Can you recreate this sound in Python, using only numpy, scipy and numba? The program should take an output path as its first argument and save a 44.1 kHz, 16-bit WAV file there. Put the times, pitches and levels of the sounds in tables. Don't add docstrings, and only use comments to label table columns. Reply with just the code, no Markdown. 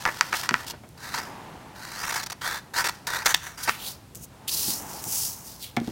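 import sys
import numpy as np
from scipy import signal
from scipy.fft import rfft, irfft
from scipy.io import wavfile
from scipy.ndimage import map_coordinates
from numba import njit

SR = 44100
rng = np.random.default_rng(int(sys.argv[2]) if len(sys.argv) > 2 else 0)


def log_audio(samples):
    frames = np.atleast_2d(samples).T
    limited = np.clip(frames, -1, 1)
    pcm = np.round(limited * 32767).astype(np.int16)
    wavfile.write(sys.argv[1], SR, pcm)


N = 260631
TIME = np.arange(N) / SR
HZ = np.maximum(np.arange(N // 2 + 1) * SR / N, 1)
CATCH_S = 0.0016

# (centre [Hz], width [Hz], lift [dB])
CUT_RESONANCES = [(850, 300, -2.5), (1555, 190, 6.5), (5250, 190, -6.5), (8760, 260, 2), (14200, 1100, 0.5)]
# (time [s], pop peak [dB], crack relative to the pop [dB])
SNAPS = [(0.0531, -7, -11), (0.2099, -0.5, -4.5), (0.3289, -10, -13), (0.491, -7, -4), (0.493, -14, -0.5),
         (0.5093, -13, -15), (0.5414, -2, -18), (1.1756, -24, -16), (3.2716, -7, -15), (3.694, -10, -11)]


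def cutting(flap_hz=4700, wander=0.19, flap_db=-15):
    # (start [s], swell [s], hold [s], fade [s], body [dB], treble [dB])
    strokes = [(0.975, 0.085, 0.025, .1, -39.5, -40.5), (1.11, 0.035, 0.031, 0.16, -35, -37),
               (1.75, 0.3, .05, 0.023, -35.5, -36.5), (2.125, 0.018, 0.064, 0.037, -34, -34.5),
               (2.411, 0.0078, 0.14, 0.052, -31.5, -35), (2.735, 0.04, 0.041, 0.034, -25.5, -27.5),
               (2.84, 0.0056, 0.019, 0.17, -47, -42), (3.066, 0.0047, 0.0089, 0.082, -33, -34.5),
               (3.085, .06, 0.021, 0.086, -27.5, -32.5), (3.248, 0.03, 0.028, 0.042, -25, -25.5),
               (3.35, .002, 0.013, 0.073, -45, -39), (3.39, 0.047, 0.044, 0.12, -42, -43),
               (3.573, 0.012, 0.073, 0.24, -42, -40)]
    grains = fibres(per_s=7000, spread_db=0.5, clump_db=2.5, clump_hz=101)
    ring_hz = np.clip(flap_hz * np.exp(wander * drift(2)), 500, 12000)
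    flap = moving_high_pass(grains, np.tan(np.pi * ring_hz / SR), damping=.1)
    return paper_friction(strokes, grains + from_db(flap_db) * flap, CUT_RESONANCES)


def crackling(rise_s=0.00097, burst_s=0.0097, fall_s=0.002):
    # (time [s], bursts [count], spacing [s], body [dB], treble [dB])
    runs = [(0.085, 1, .02, -25.5, -49), (0.325, 2, .013, -23.5, -35), (1.141, 2, 0.035, -30, -33.5),
            (2.034, 1, 0.021, -30.5, -41), (2.103, 4, 0.018, -31.5, -32), (2.23, 2, 0.031, -37, -33.5),
            (2.299, 2, 0.02, -35, -33.5), (2.841, 3, 0.0125, -26, -27.5), (2.886, 1, .02, -26.5, -27.5),
            (3.069, 1, .02, -30.5, -30), (3.219, 1, .02, -34.5, -41), (3.258, 1, .011, -19.5, -18),
            (3.675, 2, .013, -22, -30.5)]
    # (frequency [Hz], level [dB])
    body_spectrum = [(100, -19), (400, -11), (650, -3), (900, 4.5), (1500, -2.5), (2000, 1.5), (2700, -5.5),
                     (4200, -53)]
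    treble_spectrum = [(1800, -79), (2800, -5), (3800, 6), (5600, 7.5), (7500, -0.5), (11000, -4.5),
                       (15000, -6)]
    body_gain, treble_gain = np.zeros((2, N))
    t = TIME[:SR // 10]
    burst = np.minimum(t / rise_s, 1) * np.exp(-np.maximum(t - burst_s, 0) / fall_s)
    for s, count, spacing, body_db, treble_db in runs:
        for k in range(round(count)):
            add(body_gain, s + k * spacing, from_db(body_db) * burst)
            add(treble_gain, s + k * spacing, from_db(treble_db) * burst)
    grains = fibres(per_s=11000, spread_db=2.5, clump_db=1.0, clump_hz=225)
    body = body_gain * colour(grains, body_spectrum, CUT_RESONANCES)
    treble = treble_gain * colour(grains, treble_spectrum, CUT_RESONANCES)
    return body + treble


def blade_clicks():
    # (time [s], peak [dB])
    contacts = [(3.3425, -7.5), (3.3453, -2.5), (3.3464, 0.5), (5.766, -19.5), (5.7696, -19), (5.801, -29),
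                (5.875, -28)]
    # (frequency [Hz], level [dB], t60 [s])
    modes = [(1970, -5, 0.0027), (3390, -3.5, 0.0067), (5250, 3.5, 0.00077), (9350, -2.5, 0.00068),
             (14300, -13, 0.003)]
    return strikes(contacts, modes)


def buckling(pop_lag_s=0.00028):
    # (frequency [Hz], level [dB], t60 [s])
    crack_modes = [(4600, 1.3, 0.0057), (5840, 5.3, 0.0033), (7900, 5, 0.00085)]
    pop_modes = [(1010, -5, 0.0049), (1496, 4.5, 0.0026), (1920, -0.5, 0.0041), (2600, -8, 0.0033)]
    out = np.zeros(N)
    for s, pop_db, crack_db in SNAPS:
        add(out, s, from_db(pop_db + crack_db) * ring(crack_modes))
        add(out, s + pop_lag_s, from_db(pop_db) * ring(pop_modes))
    return out


def rustling(shiver_body_db=-30, shiver_treble_db=-54, shiver_fade_s=0.037):
    # (start [s], swell [s], hold [s], fade [s], body [dB], treble [dB])
    rubs = [(0.0, 0.0011, .28, 0.27, -44.5, -42.5), (0.056, 0.0029, 0.0052, 0.058, -24.5, -48),
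            (0.327, 0.034, 0.023, 0.061, -37.5, -30.5), (0.431, 0.003, 0.014, 0.042, -36, -36.5),
            (0.49, 0.017, 0.13, .04, -45, -46), (0.664, 0.0033, 0.046, 0.015, -48.5, -37.5),
            (5.79, 0.048, 0.07, .05, -55, -49)]
    shivers = [(s, CATCH_S, 0, shiver_fade_s, pop_db + shiver_body_db, pop_db + shiver_treble_db)
               for s, pop_db, _ in SNAPS]
    grains = fibres(per_s=15000, spread_db=3.5, clump_db=3.0, clump_hz=89.5)
    return paper_friction(rubs + shivers, grains)


def edge_ticks():
    # (time [s], peak [dB])
    catches = [(.89, -33), (4.149, -25), (4.155, -21), (4.48, -13), (4.6823, -10), (4.7054, -8),
               (5.0409, -13)]
    # (frequency [Hz], level [dB], t60 [s])
    modes = [(5370, -0.41, 0.00066), (8150, -0.58, 0.0015), (13400, -1, 0.00084)]
    return strikes(catches, modes)


def sliding(scuff_db=-21, sizzle_db=-6, sizzle_growth=0.53):
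    # (start [s], swell [s], hold [s], fade [s], level [dB], edge at start [Hz], after hold [Hz])
    slides = [(3.623, .014, 0.012, 0.0081, -28.5, 4950, 4460), (3.69, 0.012, .015, 0.11, -37.5, 2500, 2600),
              (3.773, 0.094, 0.027, 0.067, -32.5, 2600, 4120), (4.147, .003, 0.011, 0.075, -43, 6400, 6260),
              (4.194, 0.046, 0.0052, 0.015, -39, 6300, 6300),
              (4.474, .007, 0.016, 0.042, -28.5, 3100, 3630), (4.497, 0.021, 0.2, 0.16, -27, 4730, 4780),
              (4.826, 0.082, 0.102, 0.056, -39, 6300, 4680), (5.019, 0.11, 0.11, 0.2, -27.5, 6250, 5300),
              (5.421, 0.047, 0.038, 0.2, -41, 5900, 5000), (5.594, 0.037, 0.008, 0.08, -35, 5000, 3350)]
    # (frequency [Hz], level [dB])
    hiss_spectrum = [(300, 23), (4500, -2), (7500, -3.5), (11000, -2.5), (15500, -0.5)]
    level, = movements(slides, count=1)
    glides = sorted(point for s, swell, hold, _, _, first_hz, last_hz in slides
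                    for point in ((s, first_hz), (s + swell + hold, last_hz)))
    edge_hz = np.interp(TIME, *np.transpose(glides))
    step = np.tan(np.pi * np.clip(edge_hz, 500, 12000) / SR)
    grains = colour(fibres(per_s=16000, spread_db=3.0, clump_db=1.54, clump_hz=67.5), hiss_spectrum)
    resonant = moving_high_pass(grains, step, damping=.4)
    hiss = rms_one(moving_high_pass(resonant, .85 * step, damping=1.3))
    scuff = from_db(scuff_db) * noise([(100, 8), (1500, -16), (2800, 9.5), (6000, -10)])
    speed = level / level.max()
    top_octave = noise([(6000, -18.5), (10000, -2.0), (14500, -8.5)])
    sizzle = from_db(sizzle_db) * speed ** sizzle_growth * top_octave
    return level * (hiss + scuff + sizzle)


def knocks(thud_t60=0.13, thud_low_hz=75):
    # (time [s], peak [dB], low-pass [Hz], ring relative to the thud [dB])
    landings = [(.511, -21, 624, 9), (.735, -32, 1200, -11), (.836, -38, 1060, -4), (3.68, -29.5, 700, 3),
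                (4.166, -37.5, 117, -14), (4.205, -40, 118, -15), (4.678, -28, 340, -1),
                (5.063, -33, 328, -2), (5.7694, -13, 1850, 12), (5.7778, -18, 685, 13),
                (5.812, -20, 400, 14), (5.875, -19, 397, 5.5)]
    # (frequency [Hz], level [dB], t60 [s])
    modes = [(128, -11, 0.3), (234.7, -1.5, 0.14), (297, -5.5, 0.11), (403, -7.5, 0.062), (708, 2, 0.035),
             (795, 4.5, 0.019), (2200, 11, 0.013)]
    out, t = np.zeros(N), TIME[:SR // 3]
    for s, peak_db, soft_hz, ring_db in landings:
        burst = high_pass(dying_noise(t, thud_t60), thud_low_hz)
        thud = peak_one(low_pass(burst, soft_hz))
        wood = from_db(ring_db) * peak_one(low_pass(ring(modes), soft_hz))
        add(out, s, from_db(peak_db) * peak_one(thud + wood))
    return out


def brushing():
    # (start [s], swell [s], hold [s], fade [s], level [dB])
    sweeps = [(0.0, 0.022, .7, 0.12, -47.5), (0.95, 0.24, 0.22, 1.3, -42), (1.9, 1, .2, .7, -52),
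              (3.7, .12, 0.071, 0.2, -47), (4.3, 0.51, .12, 1.0, -42)]
    # (frequency [Hz], level [dB])
    spectrum = [(60, -18), (170, -1.5), (300, -3), (520, -8), (700, -4), (880, 0.5), (1200, -8),
                (2500, -16.5), (15000, -38)]
    level, = movements(sweeps, count=1)
    return level * noise(spectrum)


def table_reflection(x, delay_s=.00221, wander=0.025, strength=0.21, drift_hz=4.2):
    lag = delay_s * np.exp(wander * drift(drift_hz)) * SR
    return x + strength * map_coordinates(x, [np.arange(N) - lag], order=3, mode="nearest")


def room(x, near_db=-15, near_t60=0.068, far_db=-17, far_t60=0.39, wall_hz=5000, echo_hz=2400):
    # (delay [s], level [dB])
    echoes = [(.00506, -18), (.01117, -16)]
    t = TIME[:SR // 2]
    near = dying_noise(t, near_t60) * (t > .003)
    far = dying_noise(t, far_t60) * (t > .01)
    response = from_db(near_db) * near / np.linalg.norm(near) + from_db(far_db) * far / np.linalg.norm(far)
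    for delay_s, level_db in echoes:
        add(response, delay_s, from_db(level_db) * low_pass(signal.unit_impulse(len(t) // 2), echo_hz))
    return x + signal.fftconvolve(x, low_pass(response, wall_hz))[:N]


def room_tone(level_db=-49.5):
    # (frequency [Hz], level [dB])
    spectrum = [(20, -46), (50, -4.5), (75, -1.5), (125, 0.5), (300, -10.5), (900, -18.5), (2000, -25),
                (10000, -31), (16000, -36)]
    return from_db(level_db) * noise(spectrum)


def paper_friction(strokes, grains, resonances=()):
    # (frequency [Hz], level [dB])
    body_spectrum = [(100, -13.5), (400, -14.5), (650, -6), (950, 0.5), (1400, -1), (1900, 0.5),
                     (2500, -11), (4200, -55)]
    treble_spectrum = [(1800, -31), (2800, 0.5), (3800, 2), (5200, 3.5), (7000, -1.5), (10500, -6),
                       (15500, -7.5)]
    body_gain, treble_gain = movements(strokes, count=2)
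    body = body_gain * colour(grains, body_spectrum, resonances)
    treble = treble_gain * colour(grains, treble_spectrum, resonances)
    return body + treble


def fibres(per_s, spread_db, clump_db, clump_hz):
    sizes = from_db(spread_db * np.minimum(rng.exponential(1, N), 4)) * rng.choice([-1, 1], N)
    breaks = rng.random(N) < per_s / SR
    return sizes * breaks * from_db(clump_db * drift(clump_hz))


def movement(start, swell, hold, fade, swell_db=14, fade_db=20.5):
    t = TIME - start
    rising_db = swell_db * np.clip(1 - t / swell, 0, 1)
    falling_db = fade_db * np.clip((t - swell - hold) / fade, 0, 10)
    return np.clip(t / CATCH_S, 0, 1) * from_db(-rising_db - falling_db)


def movements(rows, count):
    return np.sqrt(sum(np.outer(from_db(row[4:4 + count]), movement(*row[:4])) ** 2 for row in rows))


def strikes(blows, modes):
    out = np.zeros(N)
    for s, peak_db in blows:
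        add(out, s, from_db(peak_db) * ring(modes))
    return out


def ring(modes):
    t = TIME[:SR // 3]
    out = sum((-1) ** k * from_db(db + rng.standard_normal() - 60 * t / t60) * np.sin(2 * np.pi * hz * t)
              for k, (hz, db, t60) in enumerate(modes))
    return peak_one(high_pass(out, 0.17 * modes[0][0]))


def colour(x, spectrum, resonances=()):
    hz, level_db = np.transpose(spectrum)
    shape_db = np.interp(np.log(HZ), np.log(hz), level_db)
    for centre, width, lift_db in resonances:
        shape_db = shape_db + lift_db / (1 + (2 * (HZ - centre) / width) ** 2)
    return rms_one(irfft(rfft(x) * from_db(shape_db), N))


def noise(spectrum):
    return colour(rng.standard_normal(N), spectrum)


def dying_noise(t, t60):
    return rng.standard_normal(len(t)) * from_db(-60 * t / t60)


def drift(hz):
    return rms_one(low_pass(rng.standard_normal(N + SR), hz)[SR:])


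@njit
def moving_high_pass(x, step, damping):
    out, band, low = np.zeros(len(x)), 0.0, 0.0
    for i in range(len(x)):
        g = step[i]
        out[i] = (x[i] - (damping + g) * band - low) / (1 + g * (g + damping))
        low += 2 * g * (band + g * out[i])
        band += 2 * g * out[i]
    return out


def low_pass(x, hz):
    return signal.sosfilt(signal.butter(2, hz, fs=SR, output="sos"), x)


def high_pass(x, hz):
    return signal.sosfilt(signal.butter(2, hz, "high", fs=SR, output="sos"), x)


def add(track, s, sound):
    start = max(round(s * SR), 0)
    track[start:start + len(sound)] += sound[:N - start]


def from_db(db):
    return 10 ** (np.asarray(db) / 20)


def rms_one(x):
    return x / np.sqrt(np.mean(x ** 2) + 1e-20)


def peak_one(x):
    return x / np.abs(x).max()


def scene():
    in_hand = rustling() + cutting() + crackling() + buckling() + edge_ticks() + blade_clicks()
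    above_table = table_reflection(in_hand)
    on_table = sliding() + knocks()
    background = room_tone()
    return (room(above_table + on_table) + brushing() + background)[None]


def record(dry, cutoff_hz=15900):
    top_cut = signal.ellip(10, .1, 80, cutoff_hz, fs=SR, output="sos")
    return signal.sosfilt(top_cut, np.clip(dry, -1, 1))


dry = scene()
out = record(dry)
log_audio(out)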